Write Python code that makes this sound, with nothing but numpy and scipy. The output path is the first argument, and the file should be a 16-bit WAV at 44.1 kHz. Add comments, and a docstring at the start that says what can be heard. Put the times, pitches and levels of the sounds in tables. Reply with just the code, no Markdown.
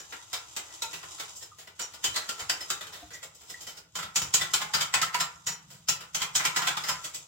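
"""Whisking batter in a steel bowl

A wire whisk beats thin batter in a small tiled kitchen: gently, then hard, with short pauses.
Each stroke clatters on the wall, ringing the damped bowl and the wires. The wires swish through
the batter and twang when clear of it. The bowl rocks on the worktop. A few early plops and a hollow
knock of the bowl give way to short tones near 1 kHz as hard strokes ring the tilted bowl.
The tiles return the sound to a phone about a metre away."""
import sys
import numpy as np
from scipy import signal
from scipy.fft import rfft, irfft
from scipy.io import wavfile
from scipy.ndimage import uniform_filter1d

SR = 44100
rng = np.random.default_rng(int(sys.argv[2]) if len(sys.argv) > 2 else 0)


def store_wav(level_fs):
    """Save 16-bit WAV to argv[1]."""
    pcm = np.round(np.clip(np.atleast_2d(level_fs), -1, 1) * 32767)
    wavfile.write(sys.argv[1], SR, pcm.T.astype(np.int16))


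N = 320607
T = np.arange(N) / SR

# whisk strokes, bright on bare steel, duller through batter:
# t/s, level/dB, brightness (wires over wall)/dB, clink f/Hz, approach/s, clatter decay/s
STROKES = [(0.001, -41, 1, 6340, 0.013, 0.0027), (0.124, -36, -5.5, 2840, 0.0055, 0.0089),
           (0.33, -28.5, 6, 3700, 0.0078, 0.014), (0.564, -30, 7, 7630, .007, 0.0092),
           (0.684, -49, -3, 7510, 0.0057, 0.029), (0.82, -29, 9, 3940, 0.0049, .007),
           (0.93, -34, 5, 2690, 0.033, 0.016), (1.03, -39.5, -5, 2920, 0.0074, 0.0075),
           (1.197, -32, 5, 3720, 0.02, 0.01), (1.358, -54, 46.5, 7480, 0.017, 0.034),
           (1.425, -40.5, 12, 7200, 0.024, 0.0028), (1.584, -42.5, 9, 7130, 0.021, 0.033),
           (1.673, -42.5, 0.5, 2880, .011, 0.0052), (1.792, -31.5, 5.5, 7200, .006, 0.019),
           (1.936, -40, 5.5, 5000, 0.025, 0.0097), (2.04, -24, 10, 3030, .009, 0.015),
           (2.16, -25, 3, 4170, 0.025, 0.0075), (2.29, -28, 4, 4670, 0.009, 0.0037),
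           (2.394, -32, 1.5, 7160, 0.034, 0.014), (2.496, -23, 4, 4700, 0.0032, 0.0012),
           (2.606, -35, 4.5, 5150, 0.0044, .013), (2.702, -26, 9.5, 1400, 0.0057, 0.0041),
           (2.809, -35, 0, 3550, .006, 0.019), (2.868, -40, 3, 3020, .005, 0.004),
           (2.923, -39, 5, 3710, .005, 0.06), (3.105, -42, 2, 1950, .004, 0.018),
           (3.136, -42.5, 11, 2030, .008, 0.02), (3.229, -37, 6, 7200, 0.011, 0.0068),
           (3.347, -53.5, 27, 7600, .005, 0.015), (3.408, -47.5, 8.5, 7400, .006, 0.04),
           (3.498, -37.5, 11.5, 7800, 0.018, 0.011), (3.606, -42, 16, 7200, .009, 0.024),
           (3.668, -36, 8.5, 5500, .006, 0.023), (3.771, -41.5, 9.5, 4960, 0.039, 0.0092),
           (3.954, -30, 5, 7030, .005, 0.012), (3.986, -31.5, -3.5, 7300, 0.0047, .011),
           (4.025, -33.5, -0.5, 3350, .006, 0.011), (4.157, -23.5, 10.5, 7070, 0.0057, 0.011),
           (4.217, -29.5, 6, 5440, 0.0043, .006), (4.339, -20.5, 13, 7070, 0.0049, 0.0073),
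           (4.411, -25, -2, 3460, 0.045, 0.013), (4.536, -20.5, 7.5, 4180, 0.0026, 0.0083),
           (4.616, -28, -2.5, 3540, 0.039, 0.0022), (4.737, -21.5, 2, 4800, 0.0046, 0.013),
           (4.809, -24, 5.5, 3170, 0.01, 0.0072), (4.939, -19.5, -1, 7820, 0.0063, 0.0048),
           (5.016, -23, 6.5, 1840, .003, 0.0059), (5.144, -25, 0, 2040, 0.009, 0.003),
           (5.206, -23.5, 3, 7330, 0.015, 0.0024), (5.466, -29, 9.5, 1870, .002, 0.024),
           (5.702, -44, 9.5, 7700, 0.042, 0.04), (5.886, -22, 9, 7300, 0.0048, 0.0051),
           (6.007, -38.5, 3, 2800, 0.018, 0.013), (6.146, -26, 8, 6100, 0.0072, 0.0096),
           (6.218, -25.5, 4, 3300, 0.02, 0.0045), (6.352, -22, 11.5, 5970, 0.0055, 0.0079),
           (6.396, -28.5, -6, 2230, 0.0066, 0.0089), (6.451, -21.5, 3, 2330, 0.022, 0.0064),
           (6.561, -22, -1, 7060, 0.0078, 0.011), (6.618, -27.5, -3, 2830, .004, 0.018),
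           (6.671, -22, -1, 3420, 0.018, 0.009), (6.769, -28, -2.5, 3520, 0.0055, .0055),
           (6.836, -31.5, 2.5, 5030, 0.0066, 0.011), (6.886, -23.5, 2.5, 7130, 0.04, 0.01),
           (7.041, -32.5, 8.5, 7200, 0.02, 0.016), (7.144, -36.5, 19.5, 7800, 0.009, .012)]
# band edges of a stroke's parts (base, wall, rim, wires, bare tick): f/Hz
PART_EDGES_HZ = [280, 800, 2300, 5200, 8200, 17000]
# share of each part: level in a medium stroke/dB, brightness slope/(dB/dB), strength slope/(dB/dB)
PART_BALANCE = [(-16.5, -0.1331, -0.18), (-0.5, -.5, 0.1262), (-1, 0.0917, 0.2), (-2, .5, 0.26),
                (-9.5, 0.37, 0.06)]
# modes of bowl and wires: f/Hz, level/dB, t60/s
STEEL_MODES = [(685, -19, 0.087), (971, -18, 0.049), (1034, 5, 0.045), (1219, -5, 0.14), (1366, 2.5, 0.076),
               (1481, -13.5, 0.36), (1550, -37, 0.04), (1824, -9.5, 0.13), (1950, 10.5, 0.045),
               (2200, -20.5, 0.44), (2380, -45, .2), (3030, -0.5, 0.034), (3050, 2.5, 0.15),
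               (3765, 0, 0.14), (3970, -16.5, 0.051), (4020, -8, 0.24), (4800, 12.5, 0.02),
               (5660, 0, 0.052), (5230, 9, 0.079), (6450, -33, 0.14), (6680, 0, 0.1), (7275, 6, 0.035),
               (7240, -7, 0.036), (7200, -17, 0.067), (7810, -9.5, 0.13)]
# spectrum of steel on steel: f/Hz, level/dB
CONTACT_SPECTRUM = [(200, 6), (270, -13.5), (320, -8), (450, -9.5), (600, -4.5), (816, -8.5), (1000, -9.5),
                    (1130, -9.5), (1340, -4), (1900, -10.5), (2600, -7.5), (3300, -4), (5500, -12),
                    (7400, -7.5), (8900, -16.5), (13500, -13)]
# swish of wires in batter: t/s, level/dB
SWISH_LEVEL = [(0.0, -50.5), (1.27, -44.5), (1.64, -60.5), (2.21, -45.5), (2.73, -46), (3.24, -60.5),
               (3.64, -48.5), (3.81, -78), (4.03, -54), (4.15, -56), (4.39, -40.5), (5.1, -56),
               (5.3, -54.5), (5.93, -64), (6.54, -43.5), (6.78, -41), (7.15, -49), (7.27, -54)]
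# spectrum of the swish: f/Hz, level/dB
SWISH_SPECTRUM = [(150, -12), (240, -47), (305, 2), (440, -13), (700, -1.5), (1250, -1), (1800, -16),
                  (3000, 2.5), (4500, -4.5), (7200, 3.5), (9500, -11.5), (16000, -16.5)]
# wire loops shivering clear of the batter: t/s, level/dB
TWANGS = [(0.0, -46.5), (1.818, -35), (3.132, -45), (4.16, -28.5), (4.221, -34.5), (5.47, -30.5),
          (5.521, -40), (5.891, -30)]
# modes of the free loops: f/Hz, level/dB, t60/s
LOOP_MODES = [(5700, -2, .09), (5640, -7, .08), (5800, 8, 0.11), (5900, 11, 0.055), (6200, -14, .07),
              (6900, 10, 0.085), (6700, 0, .06), (6830, 1, 0.13), (7500, 2.5, 0.13)]
# modes of bowl base, worktop and cupboard: f/Hz, width/Hz, level/dB
BASE_MODES = [(305, 30, -0.68), (470, 143, 0.73)]
WORKTOP_MODES = [(113.3, 9.2, -6), (136.3, 6.5, 3.5), (163.9, 22, 2.5), (200.5, 6.2, -5)]
CUPBOARD_MODES = [(58, 14, -16), (87, 50, 8.5), (305, 25, -1.5)]
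# bowl bearing on the worktop, firmest when tipped: t/s, drumming level in a medium stroke/dB
BEARING = [(0, -62), (0.6, -77.5), (1.0, -56.5), (1.7, -68.5), (2.9, -60.5), (3.85, -63), (4.0, -51.5),
           (5.3, -55), (5.7, -44.5), (6.0, -53), (6.9, -54.5), (7.27, -60)]
# bowl tipping and thumping down: t/s, cupboard boom level/dB
THUMPS = [(2.07, -50), (2.41, -52), (2.61, -62), (3.02, -52.5), (3.65, -66), (4.04, -57), (4.22, -46),
          (4.39, -54), (4.76, -55), (4.95, -51), (6.2, -59), (6.9, -51)]
# still kitchen air: f/Hz, level/dB
HUSH_SPECTRUM = [(25, -28), (50, -20), (90, 1.5), (160, -1), (260, -12), (1000, -48), (3000, -14.5),
                 (7000, -15), (9000, -32), (16000, -24)]
# early plops; a low, hollow knock of the bowl (two rows at 3.02 s); from 4.9 s, tones near 1 kHz
# as hard strokes ring the tilted bowl: t/s, f/Hz, level/dB, t60/s
SHORT_TONES = [(0.833, 903, -32.5, 0.16), (1.515, 1218, -42, 0.11), (3.025, 697, -39, 0.093),
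               (3.024, 305, -48, 0.33), (3.14, 1970, -40, 0.18), (3.542, 1950, -21.5, 0.028),
               (4.945, 906, -29, 0.095), (5.028, 1318, -12, 0.058), (5.148, 978, -10.5, 0.051),
               (6.572, 960, -32.5, 0.21), (6.893, 1008, -27, 0.15)]
# kitchen reverberation: f/Hz, t60/s
ROOM_T60 = [(150, 0.087), (1000, 0.44), (4000, 0.23), (7500, 0.21), (15000, 0.21)]

MEDIUM_STROKE_DB = -30
TIPPED_S, FLAT_BOOST_DB = 3.9, 2.5  # until tipped, the bowl stands flat and its base is worked harder


def undb(db):
    """Decibels to gain."""
    return 10 ** (np.asarray(db) / 20)


def unit(x):
    """Scale to rms 1."""
    return x / np.sqrt(np.mean(x ** 2) + 1e-20)


def fade(t, t60_s):
    """Exponential decay, 60 dB down at t60_s."""
    return np.exp(-np.log(1000) * t / t60_s)


def on_log_axis(hz, points):
    """Interpolate (f/Hz, value) points over log frequency."""
    f, value = np.transpose(points)
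    return np.interp(np.log(hz + 1), np.log(f), value)


def curve(points):
    """Interpolate (t/s, value) points at every sample."""
    return np.interp(T, *np.transpose(points))


def colour(x, spectrum):
    """Filter by a (f/Hz, level/dB) spectrum."""
    n = x.shape[-1]
    hz = np.arange(n // 2 + 1) * SR / n
    return irfft(rfft(x) * undb(on_log_axis(hz, spectrum)), n)


def bandpass(x, lo_hz, hi_hz, order=3):
    """Butterworth band-pass."""
    sos = signal.butter(order, [lo_hz, min(hi_hz, SR / 2 - 1)], "band", fs=SR, output="sos")
    return signal.sosfilt(sos, x)


def resonate(x, hz, width_hz):
    """One resonance, unity gain at its peak."""
    return signal.lfilter(*signal.iirpeak(hz, hz / width_hz, fs=SR), x)


def convolve(x, response):
    """Convolve per channel, keeping the length of x."""
    return signal.fftconvolve(x, response, axes=1)[:, :x.shape[1]]


def add(out, start_s, sound):
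    """Mix a sound in at start_s."""
    i = int(start_s * SR)
    sound = sound[..., max(-i, 0):N - i]
    out[..., max(i, 0):max(i, 0) + sound.shape[-1]] += sound


def ports(direct, diffuse, diffuse_share):
    """Two microphone ports: direct sound reaches the left 4 samples early; the rest differs per port."""
    share = np.clip(diffuse_share, 0, 1)
    return np.sqrt(1 - share) * np.array([direct, np.roll(direct, 4)]) + np.sqrt(share) * diffuse


def kitchen(wet_db=-2.5, first_echo_s=0.0015, build_s=0.00057, size=16384):
    """Room response: straight path, then a dense tail from tiles and cupboards, longest in the mids."""
    t, tail = np.arange(size) / SR, 0
    for hz in 125 * 2. ** np.arange(8):
        noise = bandpass(rng.standard_normal((3, size)), hz / np.sqrt(2), hz * np.sqrt(2))
        tail = tail + ports(noise[0], noise[1:], hz / 2500) * fade(t, on_log_axis(hz, ROOM_T60))
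    onset = 1 - np.exp(-np.maximum(t - first_echo_s, 0) / build_s)
    return (t == 0) + undb(wet_db) * unit(tail * onset) / np.sqrt(size)


def clatter(t, approach_s, decay_s, contacts_per_s=2200, scatter_db=5, brush_db=-13):
    """Contact force: leading wires brush the wall, the whisk lands at t = 0, then bounces die away."""
    contacts = rng.random(len(t)) < contacts_per_s / SR
    contact_db = scatter_db * np.clip(rng.standard_normal(len(t)), -2, 1.5)
    force = contacts * undb(contact_db) * rng.choice([-1, 1], len(t))
    force[np.argmin(abs(t))] = 1.7  # landing; a typical bounce is 1
    brush = undb(brush_db) * np.exp(-abs(t) / approach_s)
    return force * np.where(t < 0, brush, np.exp(-abs(t) / decay_s))


def bowl_wall(t, force, t60_s=0.088, crack_db=-1):
    """Dense damped sheet modes, plus the treble crack of the bare contacts."""
    # hits on new spots add in energy; hits on one spot ring the same modes again
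    energy = signal.lfilter([1], [1, -fade(1 / SR, t60_s) ** 2], force ** 2)
    scattered = rng.standard_normal((3, len(t))) * np.sqrt(energy)
    spot_size = len(t) // 4
    same_spot = rng.standard_normal((3, spot_size)) * fade(t[:spot_size], t60_s)
    sheet = scattered + convolve(force[None], same_spot)
    crack = undb(crack_db) * np.std(sheet) * unit(np.gradient(force))
    return ports(sheet[0] + crack, sheet[1:], 0.95)


def whisk(ring_db=-19.5, clink_db=3, detune=0.0057, gain_db=-7, pan_db=0.1, lead_s=0.02, size=16384):
    """Each clatter drives the wall and the steel modes; strength and brightness set the band balance."""
    out, t, lead = np.zeros((2, N)), np.arange(size) / SR, round(lead_s * SR)
    mode_hz = np.transpose(STEEL_MODES)[0]
    modes = np.array([undb(db) * fade(t, t60_s) * np.exp(2j * np.pi * hz * t)
                      for hz, db, t60_s in STEEL_MODES])
    phase_spread = np.clip(mode_hz / 5000 - .15, 0, 1)  # high modes reach each port in their own phase
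    radiation = np.exp(2j * np.pi * rng.random((2, len(modes))) * phase_spread)
    rooms = [kitchen() for _ in range(10)]  # arm and bowl move, so the echoes vary
    medium_db, bright_slope, strength_slope = np.transpose(PART_BALANCE)
    for k, (start_s, stroke_db, bright_db, clink_hz, approach_s, decay_s) in enumerate(STROKES):
        force = clatter(t - lead_s, approach_s, decay_s)
        wall = bowl_wall(t, force)
        mode_gains = 1 + 0.41 * rng.standard_normal(len(modes))
        ring = (radiation * mode_gains @ modes).imag
        sloshed_t = t * (1 + detune * rng.standard_normal())  # moving batter loads the wall
        ring = np.array([np.interp(sloshed_t, t, channel) for channel in ring])
        hit = colour(wall + undb(ring_db) * convolve(force[None], ring), CONTACT_SPECTRUM)

        parts = np.array([bandpass(hit, lo, hi) for lo, hi in zip(PART_EDGES_HZ, PART_EDGES_HZ[1:])])
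        parts[0] += 2 * parts[0].mean(axis=0)  # long waves reach both ports nearly alike
        attack_rms = np.sqrt(np.mean(parts[..., lead:2 * lead] ** 2, axis=(1, 2)))
        part_db = medium_db + bright_slope * bright_db + strength_slope * (stroke_db - MEDIUM_STROKE_DB)
        part_db[0] += FLAT_BOOST_DB * (start_s < TIPPED_S)
        balanced = np.tensordot(undb(part_db) / attack_rms, parts, axes=1)

        sound = convolve(balanced, rooms[k % len(rooms)])
        sound = sound + undb(clink_db) * resonate(sound, clink_hz, width_hz=210)
        add(out, start_s - lead_s, sound * undb(stroke_db + gain_db + np.array([[pan_db], [-pan_db]])))
    return out


def batter(pops_per_s=900, scatter_db=2, grain_t60_s=0.019, stick_db=4, sticks_per_s=35,
           bowl_db=-12, gain_db=-2, loops=4, size=1500):
    """Each wire loop sticks and tears free in the batter: wet crackle that faintly rings the bowl."""
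    t, crackle = np.arange(size) / SR, 0
    for _ in range(loops):
        pops = rng.random(N) < pops_per_s / SR / loops
        pops = pops * undb(scatter_db * np.minimum(rng.exponential(size=N), 4))
        sticking = np.interp(T * sticks_per_s, np.arange(1000), rng.standard_normal(1000))
        pops = pops * undb(stick_db * np.clip(sticking, -2, 2))
        grain = rng.standard_normal((3, size)) * fade(t, grain_t60_s)
        grain_in_room = convolve(kitchen(), ports(grain[0], grain[1:], 0.9))
        crackle = crackle + convolve(pops[None], grain_in_room)
    bowl = sum(undb(db) * resonate(crackle, hz, width_hz=40) for hz, db, _ in STEEL_MODES)
    swish = colour(unit(crackle) + undb(bowl_db) * unit(bowl), SWISH_SPECTRUM)
    return unit(swish) * undb(curve(SWISH_LEVEL) + gain_db)


def twangs(detune=0.00785, gain_db=-2, lead_s=0.01, size=16384):
    """Free wire loops knock together and ring on, slightly retuned each time."""
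    out, t = np.zeros((2, N)), np.arange(size) / SR
    for start_s, twang_db in TWANGS:
        ring = 0
        for hz, db, t60_s in LOOP_MODES:
            detuned_hz = hz * (1 + detune * rng.standard_normal())
            ring = ring + undb(db) * fade(t, t60_s) * np.sin(2 * np.pi * detuned_hz * t)
        force = clatter(t - lead_s, approach_s=0.007, decay_s=0.0095)
        sound = convolve(convolve(force[None], ring[None]), kitchen())
        add(out, start_s - lead_s, sound / np.std(sound[:, :size // 10]) * undb(twang_db + gain_db))
    return out


def swells(events, rise_s, fall_s, size=16384):
    """Envelope of (t/s, level/dB) pushes that rise, decay and add in energy."""
    power, t = np.zeros(N), np.arange(size) / SR
    shape = np.minimum(t / rise_s, 1) * np.exp(-np.maximum(t - rise_s, 0) / fall_s)
    for start_s, db in events:
        add(power, start_s, (undb(db) * shape) ** 2)
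    return np.sqrt(power)


def drumming(modes, envelope, side_db=-17, gain_db=0):
    """Low panel modes driven by a random force."""
    force = rng.standard_normal((2, N))
    mid, side = unit(sum(undb(db) * bandpass(force, hz - width_hz / 2, hz + width_hz / 2, order=2)
                         for hz, width_hz, db in modes))
    return (mid + undb(side_db) * side * np.array([[1], [-1]])) * envelope * undb(gain_db)


def rocking_bowl(push_slope=0.6, hand_weight_db=-14, worktop_thump_db=-8, cupboard_rest_db=-69.5):
    """Strokes push the bowl's base against the worktop; when it thumps down, the cupboard booms too."""
    push_events = [(start_s, push_slope * (db - MEDIUM_STROKE_DB)) for start_s, db, *_ in STROKES]
    pushes = swells(push_events, rise_s=0.012, fall_s=0.062)
    thumps = swells(THUMPS, rise_s=0.019, fall_s=0.036)
    bearing = undb(curve(BEARING)) * np.hypot(pushes, undb(hand_weight_db))
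    base = drumming(BASE_MODES, pushes * undb(FLAT_BOOST_DB * (T < TIPPED_S)), side_db=-4.5, gain_db=-60)
    worktop = drumming(WORKTOP_MODES, np.hypot(bearing, undb(worktop_thump_db) * thumps))
    cupboard = drumming(CUPBOARD_MODES, np.hypot(thumps, undb(cupboard_rest_db)), gain_db=0.5)
    return base + worktop + cupboard


def hush(level_db=-69):
    """Faint steady room noise."""
    noise = rng.standard_normal((3, N))
    return unit(colour(ports(noise[0], noise[1:], 0.14), HUSH_SPECTRUM)) * undb(level_db)


def short_tones(glide_per_s=0.053, rise_s=0.0052, wobble=0.027, size=8000):
    """Plops, a hollow bowl knock and rings of the tilted bowl: damped tones, wavering, barely rising."""
    out, t = np.zeros(N), np.arange(size) / SR
    for start_s, hz, db, t60_s in SHORT_TONES:
        waver = unit(uniform_filter1d(rng.standard_normal(size), 130))
        phase = 2 * np.pi * np.cumsum(hz * (1 + glide_per_s * t + wobble * waver)) / SR
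        envelope = fade(t, t60_s) * (1 - np.exp(-t / rise_s))
        add(out, start_s, undb(db) * envelope * np.sin(phase))
    return np.array([out, out])


def scene():
    """All sources in the kitchen; the short tones sound closer and drier."""
    beating = whisk() + batter()
    close_tones = convolve(short_tones(), kitchen(wet_db=-9.5))
    return beating + close_tones + rocking_bowl() + hush() + twangs()


def record(dry):
    """The phone cuts the treble above 16 kHz."""
    return signal.sosfilt(signal.ellip(10, .2, 70, 16000, fs=SR, output="sos"), dry)


dry = scene()
out = record(dry)
store_wav(out)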